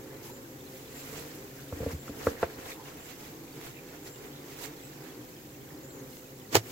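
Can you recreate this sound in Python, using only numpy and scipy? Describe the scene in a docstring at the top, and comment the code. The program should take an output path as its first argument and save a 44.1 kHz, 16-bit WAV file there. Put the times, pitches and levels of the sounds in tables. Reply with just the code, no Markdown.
"""A honeybee colony hums close by in an open wooden hive: many wings beat at their own wandering pitches
over a fine hiss, while the keeper's hands rustle as noisy strokes and faint gliding chirps come from afar.
Soon a frame is pushed along the rim; frames bump dully against the box, ringing its damped modes.
Dry scuffs come and go, small snaps follow, and the fidgeting hands come to rest but for two last strokes.
At the end a stuck frame is pried and shifts with grinding noise, ringing wood and a sharp crack."""
import sys
import numpy as np
from scipy import signal
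from scipy.fft import rfft, irfft
from scipy.io import wavfile

SR = 44100
rng = np.random.default_rng(int(sys.argv[2]) if len(sys.argv) > 2 else 0)


def to_wav(sig):
    """Store sig (one row per channel, or 1-D mono) as 16-bit WAV at the path in sys.argv[1].

    Samples outside -1..1 are clipped; the rate is SR.
    """
    pcm = np.clip(np.atleast_2d(sig), -1, 1) * 32767
    pcm = np.round(pcm).astype(np.int16)
    wavfile.write(sys.argv[1], SR, pcm.T)  # frames by channels


N = 295932
TIME = np.arange(N) / SR
HZ = np.fft.rfftfreq(N, 1 / SR)


# groups of bees: (wingbeat [Hz], half-spread between bees [share of pitch], relative level [dB],
# overtone slope [dB per octave])
BEE_GROUPS = [(133.95, .13, -1.5, -1), (262, .16, -6.5, -5)]
# colour of the gaps between the combs: (frequency [Hz], relative level [dB])
COMB_GAPS = [(80, -5), (138, 0.5), (190, -3), (255, -2.5), (315, 6.5), (360, 4), (400, 4.5), (475, -0.5),
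             (530, -2), (580, -18), (800, -8), (1300, -11.5), (2500, -12.5), (5000, -30)]
HUM_DB = -49


def hum(count=10, wander=.065, flutter=.018, swell_db=6, surge_db=1.3, scatter=.4):
    """Each bee beats at its own wandering pitch and swells; each group surges; comb gaps colour the sum."""
    pair = np.zeros((2, N))
    cycle = np.linspace(0, 1, 513)
    k = np.arange(1, 17)[:, None]
    for wing_hz, spread, db, fall_db in BEE_GROUPS:
        surge = amp(db + surge_db * drift(rate_hz=6.7))
        for i, place in enumerate(np.linspace(-1, 1, count)):
            # the overtones stay loosely in step, so each wingbeat is a soft pulse
            phase = 2 * np.pi * (k * cycle + scatter * rng.random(k.shape))
            beat = (amp(fall_db * np.log2(k)) * np.cos(phase)).sum(0)
            hz = wing_hz * np.exp(spread * place + wander * drift(rate_hz=2.5) + flutter * drift(rate_hz=14.02))
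            bee = np.interp(np.cumsum(hz) / SR % 1, cycle, beat)
            swell = unit(amp(swell_db * np.tanh(drift(rate_hz=3.1))))
            # alternating sign in the second channel: in the middle, or off to the sides
            pair += surge * bee * swell * np.array([[1], [(-1) ** i]])
    return amp(HUM_DB) * unit(ports(tint(pair, COMB_GAPS)))


# one bee fans without pause: (time [s], wingbeat [Hz])
STEADY_PITCH = [(0, 266), (.35, 261), (.65, 262), (.98, 255), (1.15, 267), (1.4, 257), (2.6, 265),
                (2.95, 252), (3.4, 253), (3.95, 265), (4.1, 249), (4.33, 272), (4.6, 268), (5.0, 253),
                (5.4, 248), (5.76, 272), (6.2, 252), (6.7, 266)]
# the first harmonics of its wingbeat, from the fundamental up: level [dB]
STEADY_HARMONICS = [-63, -61.5, -73.5]


def steady_bee(wander=0.02195, swell_db=6.5):
    """One steadily fanning bee draws a thin wavering line; each harmonic swells on its own."""
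    hz = np.interp(TIME, *np.transpose(STEADY_PITCH)) * np.exp(wander * drift(rate_hz=9.08))
    turns = np.cumsum(hz) / SR
    out = np.zeros(N)
    for k, db in enumerate(STEADY_HARMONICS, 1):
        swell = amp(swell_db * np.tanh(drift(rate_hz=10)))
        out += amp(db) * unit(swell * np.sin(2 * np.pi * k * turns))
    return out


# moments when single wingbeat tones stand out of the hum: (time of the peak [s], length [s],
# wingbeat [Hz], level [dB], wander [share of pitch])
HUM_STRANDS = [(0.66, 0.38, 262.8, -58, 0.022), (1.003, 0.3, 255, -53, 0.023),
               (1.24, 0.58, 143, -52, 0.041), (1.626, 0.28, 135.7, -51, 0.035),
               (2.045, .16, 139.8, -50.5, .03), (4.034, 0.083, 315, -51, .03),
               (4.33, 0.23, 147.2, -53.5, 0.041), (4.386, 0.13, 271, -58, 0.0209),
               (4.9, 0.32, 137, -54, 0.042), (4.875, 0.12, 296, -51, .03), (5.19, 0.11, 130, -53, 0.043),
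               (5.213, .12, 307, -50, 0.028), (5.514, .14, 313, -50.5, 0.0304),
               (5.647, 0.15, 134, -56, .04), (5.78, .14, 298, -55, 0.032), (5.827, 0.28, 262, -61, 0.022),
               (6.073, .22, 144, -57, 0.033), (6.255, 0.15, 254.6, -53, 0.021),
               (6.365, 0.11, 138, -52, 0.031)]


def hum_strands(fall_db=-9, count=4):
    """Wavering harmonic wingbeat tones swell out of the hum and fade, coloured by the comb gaps."""
    out = np.zeros(N)
    for s, length, hz, db, wander in HUM_STRANDS:
        turns = np.cumsum(hz * np.exp(wander * drift(rate_hz=4.85))) / SR
        wings = sum(amp(fall_db * np.log2(k)) * np.sin(2 * np.pi * k * turns) for k in range(1, count + 1))
        out += stroke(s, length, db) * unit(tint(wings, COMB_GAPS))
    return out


# ringing modes of the hive box with its frames: (frequency [Hz], relative level [dB], t60 [s])
BOX_MODES = [(89, -6.5, 0.08), (138, -9, 0.034), (235, -19, 0.038), (289.6, -6.5, 0.074), (364, -8, 0.043),
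             (469.7, 2, 0.05), (516.5, -7.5, 0.083), (670, 2, 0.026), (857, -0.5, 0.014),
             (1178, -10.5, 0.04), (1295, -4, 0.022), (1360, -14, 0.036), (1555, -11.5, 0.043),
             (1660, -10.2, 0.025), (1900, -17, 0.046), (2391, -16, 0.029), (2450, -17, 0.028)]
# bumps on the box: (time [s], level [dB], hardness as a corner [Hz], push on the floor mode [dB],
# push on the wall modes [dB], modes with a node at the struck spot [Hz], damping by the hand [dB per s])
BOX_BUMPS = [(1.7244, -25.5, 930, 8, 2, 615, 40), (1.7677, -39.5, 460, 5, 14, 1080, 80),
             (1.8035, -23, 410, 5, -1, 1210, 120), (1.8209, -29.5, 370, 11.5, 3, 1210, 180),
             (1.831, -30.5, 870, -2, 7, 730, 120), (1.8626, -18, 530, 2.5, 2.5, 710, 260),
             (1.874, -25, 348, 3, 5, 1210, 490), (1.896, -39, 870, -2, 6, 660, 0),
             (1.9315, -26.5, 180, 8.5, 16, 670, 800), (1.9439, -30, 220, 14, 11, 730, 600),
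             (2.0945, -23, 348, -4, 6, 930, 300), (2.2688, -11.5, 1380, -1.5, -7.5, 670, 40),
             (2.286, -29.5, 1620, 2, 0, 755, 210), (2.3138, -29, 330, -14, 5, 1080, 0),
             (2.429, -15, 1890, -3, 0, 320, 40), (2.4346, -26, 1240, -0.5, 0, 340, 850)]


def bumps(node_depth=0.86, node_width=0.27, floor_hz=110, wall_hz=330, crumb_db=-15, crumb_t60=0.015):
    """Soft contact favours the low modes; modes with a node there stay quiet; the hand damps the ring."""
    out = np.zeros(N)
    hz = np.array(BOX_MODES)[:, :1]
    t = TIME[:SR // 2]
    for s, db, hard_hz, floor_db, wall_db, node_hz, damp_db_per_s in BOX_BUMPS:
        spot = 1 - node_depth * np.exp(-(np.log(hz / node_hz) / node_width) ** 2)
        push = amp(np.select([hz < floor_hz, hz < wall_hz], [floor_db, wall_db]))
        damped = ring(BOX_MODES, spot * push, contact_s=0.00054) * amp(-damp_db_per_s * t)
        wood = soften(damped, hard_hz, order=3)
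        # dry wax crumbles under the blow
        crumbs = soften(rng.standard_normal(len(t)), 1.5 * hard_hz, order=4)
        crumbs *= amp(crumb_db - 60 * t / crumb_t60)
        add(out, s, amp(db) * (wood + crumbs))
    return rattle(radiate(out, lowest_hz=70), wet_db=-11.0, t60=0.092)


# ringing modes of the pried frame: (frequency [Hz], relative level [dB], t60 [s])
FRAME_MODES = [(111, -7.5, 0.11), (169, -25, 0.16), (220, -25, 0.065), (332, -9, 0.072), (403, -3, 0.037),
               (453, -7.5, 0.046), (512, -7, 0.046), (680, -2, 0.04), (800, -33, 0.027), (1200, -13, 0.049),
               (1570, -13, 0.041), (1760, -11, 0.031), (2500, -24, 0.073), (4250, -19, 0.058)]
# its slips: (time [s], ring level [dB], crack level [dB], crack t60 [s], weight on the low modes [dB])
FRAME_SLIPS = [(6.5275, -36, -37, 0.046, -6), (6.547, -22, -20.5, 0.031, -6),
               (6.5531, -16.5, -9.5, 0.014, -6), (6.5554, -12, -21, 0.027, -9), (6.564, -37, -26, 0.06, 3),
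               (6.5646, -26, -27.5, 0.052, 9)]
# wax and wood grind as it starts, gives way and settles: (time of the peak [s], length [s], level [dB])
FRAME_GRINDS = [(6.533, 0.018, -36), (6.562, 0.031, -22.5), (6.588, 0.033, -38.5)]
# colour of the crack and the grinding: (frequency [Hz], relative level [dB per Hz])
CRACK_COLOUR = [(30, -24), (100, 8), (300, 7), (700, 7.5), (1100, 2), (2000, 3), (3200, 0), (4300, 0.5),
                (6000, -0.5), (7600, -0.5), (9000, -11.5), (12000, -7.5), (15800, -7)]


def pried_frame(low_hz=300):
    """A stuck frame grinds, lets go in a few cracking slips and drops back with its weight, on the right."""
    wood, burst = np.zeros(N), np.zeros(N)
    t = TIME[:SR // 4]
    low = np.array(FRAME_MODES)[:, :1] < low_hz
    for s, ring_db, crack_db, t60, weight_db in FRAME_SLIPS:
        add(wood, s, amp(ring_db) * ring(FRAME_MODES, amp(weight_db * low)))
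        add(burst, s, amp(crack_db - 60 * t / t60))
    grind = strokes(FRAME_GRINDS) * grains(per_s=2100, spread_db=2.0, share=0.19)
    crunch = tint(grind + burst * rng.standard_normal((2, N)), CRACK_COLOUR)
    body = rattle(soften(wood, corner_hz=2420), wet_db=-19, t60=0.099) * amp([[-.5], [.5]])
    return radiate(body + from_right(crunch, lag_s=0.000297, direct=0.33, right_db=4.0), lowest_hz=88)


# a frame is pushed along the rim of the box: (time of the peak [s], length [s], level [dB])
RIM_DRAGS = [(1.19, 0.43, -48.5), (1.775, 0.1, -48), (1.835, 0.06, -43), (1.91, 0.098, -44),
             (2.29, 0.21, -42), (2.59, 0.03, -44.5), (2.662, 0.078, -46), (2.711, .04, -43)]
# colour of wax crackling under it: (frequency [Hz], relative level [dB per Hz])
WAX_COLOUR = [(400, 7), (1000, 9.5), (1900, 7.5), (3000, -17), (5000, -15), (9000, -23)]


def dragging(rasp_db=-6.0):
    """Stick and slip keeps the low modes of the box rumbling, and dry wax crackles under the frame."""
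    slips = soften(grains(per_s=250, spread_db=0.0, share=0.98), corner_hz=420)
    rumble = signal.fftconvolve(slips, ring(BOX_MODES)[None], axes=1)[:, :N]
    body = radiate(rumble, lowest_hz=75)
    crackle = tint(grains(per_s=430, spread_db=1.5, share=0.83), WAX_COLOUR)
    both = unit(ports(body, right_db=2.5)) + amp(rasp_db) * ports(crackle, right_db=-7.0)
    return strokes(RIM_DRAGS) * both


# strokes of gloves and sleeves: (time of the peak [s], length [s], level at the pivot [dB],
# brightness [dB per octave], right minus left [dB])
HAND_STROKES = [(.262, 0.071, -48, 2, 0), (0.3, 0.044, -51, 2, -3), (.78, 0.16, -52, 2.5, 1),
                (0.996, 0.15, -46.5, 0.8, 2), (1.09, 0.15, -49.5, 0.5, 5), (1.178, 0.14, -44, 0.3, 6),
                (1.286, 0.47, -48.5, 1, 2), (1.61, 0.16, -52, 0, 0), (1.843, 0.27, -48, 0, 2),
                (1.919, 0.083, -45, -0.5, 1), (2.083, 0.086, -49.5, -1.5, -1),
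                (2.272, 0.16, -41.5, 0.5, 1.5), (2.434, 0.054, -40.5, -4, 0), (2.507, 0.12, -51.5, -3, 1),
                (2.605, 0.08, -49, -1, 2), (2.663, 0.06, -48, -1, 2), (2.706, 0.11, -42.5, -0.2, -0.5),
                (2.89, 0.099, -48, -2, 0.5), (3.0, 0.11, -52.5, -2.5, 0), (3.106, 0.11, -46.5, -0.5, 4.5),
                (3.25, 0.17, -48, 0, 2.5), (3.564, .14, -54.5, .5, 4), (3.664, 0.12, -45, -.5, 3),
                (3.945, 0.12, -53.5, -3, 4), (4.077, 0.051, -45, 0, 2), (4.252, 0.12, -51, -1.2, 5),
                (4.523, 0.14, -49, 0.5, 3), (4.641, 0.1, -40.5, 0.4, 7), (4.89, 0.71, -56.5, -1.5, 4),
                (5.08, 0.096, -54, -2, 10), (6.158, 0.2, -55, 4, 1), (6.702, 0.11, -46, 1.5, 0)]
# colour of cloth and rubber: (frequency [Hz], relative level [dB per Hz])
CLOTH_COLOUR = [(40, 5.5), (250, -25), (700, 8.5), (1200, 3.5), (2100, 6.5), (3200, 2.5), (5000, 1),
                (7500, 2), (9000, -7), (12000, 0), (15800, -2)]


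def rubbing(patchy_db=2.0, pivot_hz=4000, count=11):
    """Cloth and rubber slide in grainy strokes; the bands flicker apart as they catch and let go."""
    cloth = tint(grains(per_s=800, spread_db=2.0, share=0.12), CLOTH_COLOUR)
    cloth = rfft(from_right(cloth, lag_s=0.000449, direct=0.11, right_db=0))
    # overlapping triangular bands on a log-frequency axis
    centres = np.geomspace(500, 16000, count)
    band = np.interp(np.log(HZ + 1), np.log(centres), np.arange(count))
    power = np.array([stroke(*row[:3]) ** 2 for row in HAND_STROKES])
    tilt_db, right_db = np.transpose(HAND_STROKES)[3:]
    restless = fidget() ** 2
    out = np.zeros((2, N))
    for i, hz in enumerate(centres):
        weight = amp(tilt_db * np.log2(hz / pivot_hz) + np.outer([-.5, .5], right_db)) ** 2
        catch = unit(amp(patchy_db * drift(rate_hz=43)))
        strip = irfft(cloth * np.maximum(1 - abs(band - i), 0), N)
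        out += strip * catch * np.sqrt(weight @ power + restless)
    return out


# the hands fidget faintly between strokes, fading until they rest
FIDGET_DB, FIDGET_SWING_DB, REST_S, SETTLE_S = -59.5, 1, 5.8, 0.36


def fidget():
    """Gain of the small restless movements of the hands."""
    busy = np.clip((REST_S - TIME) / SETTLE_S, 0, 1)
    return busy * amp(FIDGET_DB + FIDGET_SWING_DB * drift(rate_hz=43))


# short scuffs of wax and wood: (time [s], length [s], centre [Hz], level before judder and panning [dB])
WOOD_SCUFFS = [(0.233, 0.096, 920, -58), (1.571, 0.059, 1565, -61), (2.358, .05, 1880, -57),
               (2.644, .04, 3050, -62), (2.649, 0.027, 3900, -56), (2.673, 0.028, 2220, -52),
               (2.702, 0.04, 3850, -55), (2.709, .032, 2200, -51), (2.739, 0.1, 952, -55),
               (2.79, 0.12, 849, -64), (3.726, 0.091, 2460, -58.5), (4.312, 0.12, 3700, -61)]


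def scuffs(width=0.11, judder_db=4):
    """Brief juddering scrapes, each a narrow noise band around one pitch of the wood."""
    out = np.zeros((2, N))
    for s, length, hz, db in WOOD_SCUFFS:
        t = TIME[:round(length * SR)]
        rasp = soften(rng.standard_normal((2, SR // 2)), width * hz)[:, -len(t):]
        scrape = rasp * np.sin(2 * np.pi * hz * t) * np.sin(np.pi * t / length)
        add(out, s, amp(db) * unit(scrape))
    judder = unit(amp(judder_db * drift(rate_hz=94)))
    return from_right(out * judder, lag_s=.0001, direct=0.72, right_db=4.0)


# snaps of wax and resin: (time [s], level [dB], note [Hz], crack relative to the note [dB],
# right minus left [dB])
WAX_SNAPS = [(1.9172, -40, 2160, -8, 3), (2.0806, -33.5, 1320, -13, -6), (2.089, -38, 1330, -10, -2),
             (3.6135, -42, 2120, 2, 7), (3.947, -48, 1790, -8, 0), (4.654, -35.5, 1690, -6, 7),
             (4.933, -45, 1750, -7, 2), (5.7058, -45, 1800, -13, 10), (6.169, -54, 2010, 17, 0)]


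def snaps(ring_t60=0.013, crack_t60=0.016):
    """Bits of wax and resin snap: a tiny noise crack and one short note of the wood."""
    out = np.zeros((2, N))
    t = TIME[:SR // 10]
    for s, db, hz, crack_db, right_db in WAX_SNAPS:
        note = np.sin(2 * np.pi * hz * t) * amp(-60 * t / ring_t60)
        crack = soften(rng.standard_normal((2, len(t))), corner_hz=6000, order=1)
        crack *= amp(crack_db - 60 * t / crack_t60)
        add(out, s, (note + crack) * amp(db + right_db * np.array([[-.5], [.5]])))
    return out


def fine_grain(level_db=-62.5, low_hz=1300, high_hz=6500, grain_s=0.013, spread_db=3.2, count=2000):
    """Fine grain of the hiss: countless tiny tonal grains, each with its own pitch, size and side."""
    out = np.zeros((2, N))
    for when, pitch, size, span, side, turn in rng.random((count, 6)):
        t = TIME[:round(grain_s * (.5 + span) * SR)]
        hz = low_hz * (high_hz / low_hz) ** pitch
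        # quick rise, slower fall
        shape = np.sin(np.pi * np.sqrt(t / t[-1])) ** 2 * amp(-spread_db * np.log(max(size, .03)))
        tone = np.sin(2 * np.pi * (hz * t + np.array([[0], [turn]])))
        add(out, when * TIME[-1], shape * np.sqrt([[1 - side], [side]]) * tone)
    return amp(level_db) * unit(out)


# steady background hiss: (frequency [Hz], relative level [dB per Hz])
HISS_COLOUR = [(20, 3), (45, 10.5), (80, 13.5), (200, 15), (600, 9), (1350, -6.5), (1900, -0.5),
               (3000, -1.5), (4800, -3), (7600, 1), (8500, -7), (9400, -8), (12000, 0), (15800, 1)]
HISS_DB = -50


def hiss():
    """An even, finely grained hiss, probably microphone noise along with the colony."""
    fizz = tint(grains(per_s=900, spread_db=2.5, share=0.18), HISS_COLOUR)
    return amp(HISS_DB) * ports(fizz, right_db=1.5)


# far chirps: (time [s], length [s], pitch [Hz], level [dB], glide [share of pitch])
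FAR_CHIRPS = [(0.27, 0.15, 7130, -61, -0.02), (0.93, 0.13, 7370, -56, 0.049),
              (1.985, 0.065, 7300, -57, -0.026), (2.045, 0.073, 7100, -61, -0.019),
              (2.968, 0.13, 7300, -60.5, .08), (4.004, 0.23, 7300, -59, 0.013),
              (4.79, 0.12, 7650, -60.5, 0.033), (5.815, 0.076, 7000, -59, 0.04),
              (5.86, 0.096, 7550, -63, -0.02), (5.9, 0.12, 6940, -60.5, -0.02),
              (5.985, 0.04, 6400, -62, -.1)]


def chirps(width_hz=130, arch=0.024):
    """Thin gliding, arching notes, blurred by distance into narrow bands of noise."""
    out = np.zeros((2, N))
    for s, length, hz, db, glide in FAR_CHIRPS:
        u = np.linspace(0, 1, round(length * SR))
        bend = glide * (u - .5) + arch * (np.sin(np.pi * u) - 2 / np.pi)
        turns = np.cumsum(hz * (1 + bend)) / SR
        blur = soften(rng.standard_normal((2, SR // 2)), width_hz)[:, -len(u):]
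        add(out, s, amp(db) * unit(blur * np.sin(2 * np.pi * turns) * np.sin(np.pi * u)))
    return out


# every swell: share of its length spent rising, level at its ends [dB],
# roundness of its top (1 = pointed, 2 = a dome)
SWELL_SHARE, ENDS_DB, ROUNDNESS = 0.6, -9, 1.29


def stroke(peak_s, length, db):
    """Gain of one movement or tone: it swells to a peak and falls as it lets go."""
    before, after = (peak_s - TIME) / SWELL_SHARE, (TIME - peak_s) / (1 - SWELL_SHARE)
    away = np.maximum(before, after) / length
    return amp(db + ENDS_DB * away ** ROUNDNESS)


def strokes(rows):
    """Overlapping strokes add in power."""
    return np.sqrt(sum(stroke(*row) ** 2 for row in rows))


def ring(modes, gains=1, contact_s=0.00055):
    """The dying modes of struck wood, kicked into motion together during a brief contact."""
    hz, db, t60 = np.transpose(modes)[:, :, None]
    t = TIME[:SR // 2]
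    partials = gains * amp(db - 60 * t / t60) * np.cos(2 * np.pi * hz * t)
    return (1 - np.exp(-t / contact_s)) * partials.sum(0)


def rattle(x, wet_db, t60):
    """Dense short echoes between the combs and walls, different at each port."""
    t = TIME[:SR // 4]
    tail = rng.standard_normal((2, len(t))) * amp(-60 * t / t60) * (1 - np.exp(-t / 0.0073))
    tail /= np.linalg.norm(tail, axis=1, keepdims=True)
    echoes = ports(signal.fftconvolve(x[None], tail, axes=1)[:, :N])
    return x + amp(wet_db) * echoes


def grains(per_s, spread_db, share):
    """Two channels of smooth noise mixed with tiny ticks of uneven size; share is the ticks' power."""
    size = amp(spread_db * np.minimum(rng.exponential(1, (2, N)), 4))
    ticks = (rng.random((2, N)) < per_s / SR) * rng.standard_normal((2, N)) * size
    return np.sqrt(share) * unit(ticks) + np.sqrt(1 - share) * rng.standard_normal((2, N))


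# how alike the two channels of a diffuse sound are: (frequency [Hz], left-right likeness [0 to 1])
PORT_LIKENESS = [(20, 0.35), (70, 1), (130, 0.93), (350, 0.96), (640, 0.42), (1400, 0), (3000, 0)]


def ports(pair, right_db=0):
    """Two microphone ports share most of a diffuse sound's bass but not its treble."""
    a, b = rfft(pair)
    same = read(PORT_LIKENESS, HZ)
    right = same * a + np.sqrt(1 - same ** 2) * b
    return irfft(np.array([a, right]), N) * amp([[-right_db / 2], [right_db / 2]])


def from_right(pair, lag_s, direct, right_db):
    """The left port hears the sound late; likeness never falls below the direct share."""
    a, b = rfft(pair)
    same = np.maximum(read(PORT_LIKENESS, HZ), direct)
    left = (same * a + np.sqrt(1 - same ** 2) * b) * np.exp(-2j * np.pi * HZ * lag_s)
    return irfft(np.array([left, a]), N) * amp([[-right_db / 2], [right_db / 2]])


def radiate(x, lowest_hz):
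    """High-pass: small wooden parts give off no deep bass."""
    return signal.sosfilt(signal.butter(3, lowest_hz, "high", fs=SR, output="sos"), x)


def soften(x, corner_hz, order=2):
    """Low-pass."""
    return signal.sosfilt(signal.butter(order, corner_hz, fs=SR, output="sos"), x)


def drift(rate_hz):
    """Smooth random wandering of rms 1."""
    slow_hz = np.fft.rfftfreq(2048, TIME[-1] / 2048)
    slow = irfft(rfft(rng.standard_normal(2048)) / (1 + (slow_hz / rate_hz) ** 2))
    return np.interp(TIME, np.linspace(0, TIME[-1], len(slow)), unit(slow))


def tint(x, spectrum):
    """Colours a sound by a spectrum table; white noise keeps its power."""
    return irfft(rfft(x) * unit(amp(read(spectrum, HZ))), N)


def read(points, hz):
    """Reads a spectrum table on a log-frequency axis."""
    f, value = np.transpose(points)
    return np.interp(np.log(hz + 1), np.log(f + 1), value)


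def amp(db):
    """Decibels to gain."""
    return 10 ** (np.asarray(db) / 20)


def unit(x):
    """Scales to rms 1."""
    return x / np.sqrt(np.mean(x ** 2) + 1e-20)


def add(mix, s, sound):
    """Lays a sound into the mix at a time in seconds."""
    part = mix[..., round(s * SR):][..., :sound.shape[-1]]
    part += sound[..., :part.shape[-1]]


def scene():
    """The colony, the wood, the hands and the background together."""
    colony = hum() + steady_bee() + hum_strands()
    wood = bumps() + pried_frame() + dragging()
    hands = rubbing() + scuffs() + snaps()
    return colony + wood + hands + fine_grain() + hiss() + chirps()


def record(dry):
    """Band limit: a steep low-pass at the top of the treble."""
    lowpass = signal.firwin(511, 15900, window=("kaiser", 9), fs=SR)  # corner in Hz
    return signal.oaconvolve(dry, lowpass[None], "same")


dry = scene()
out = record(dry)
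to_wav(out)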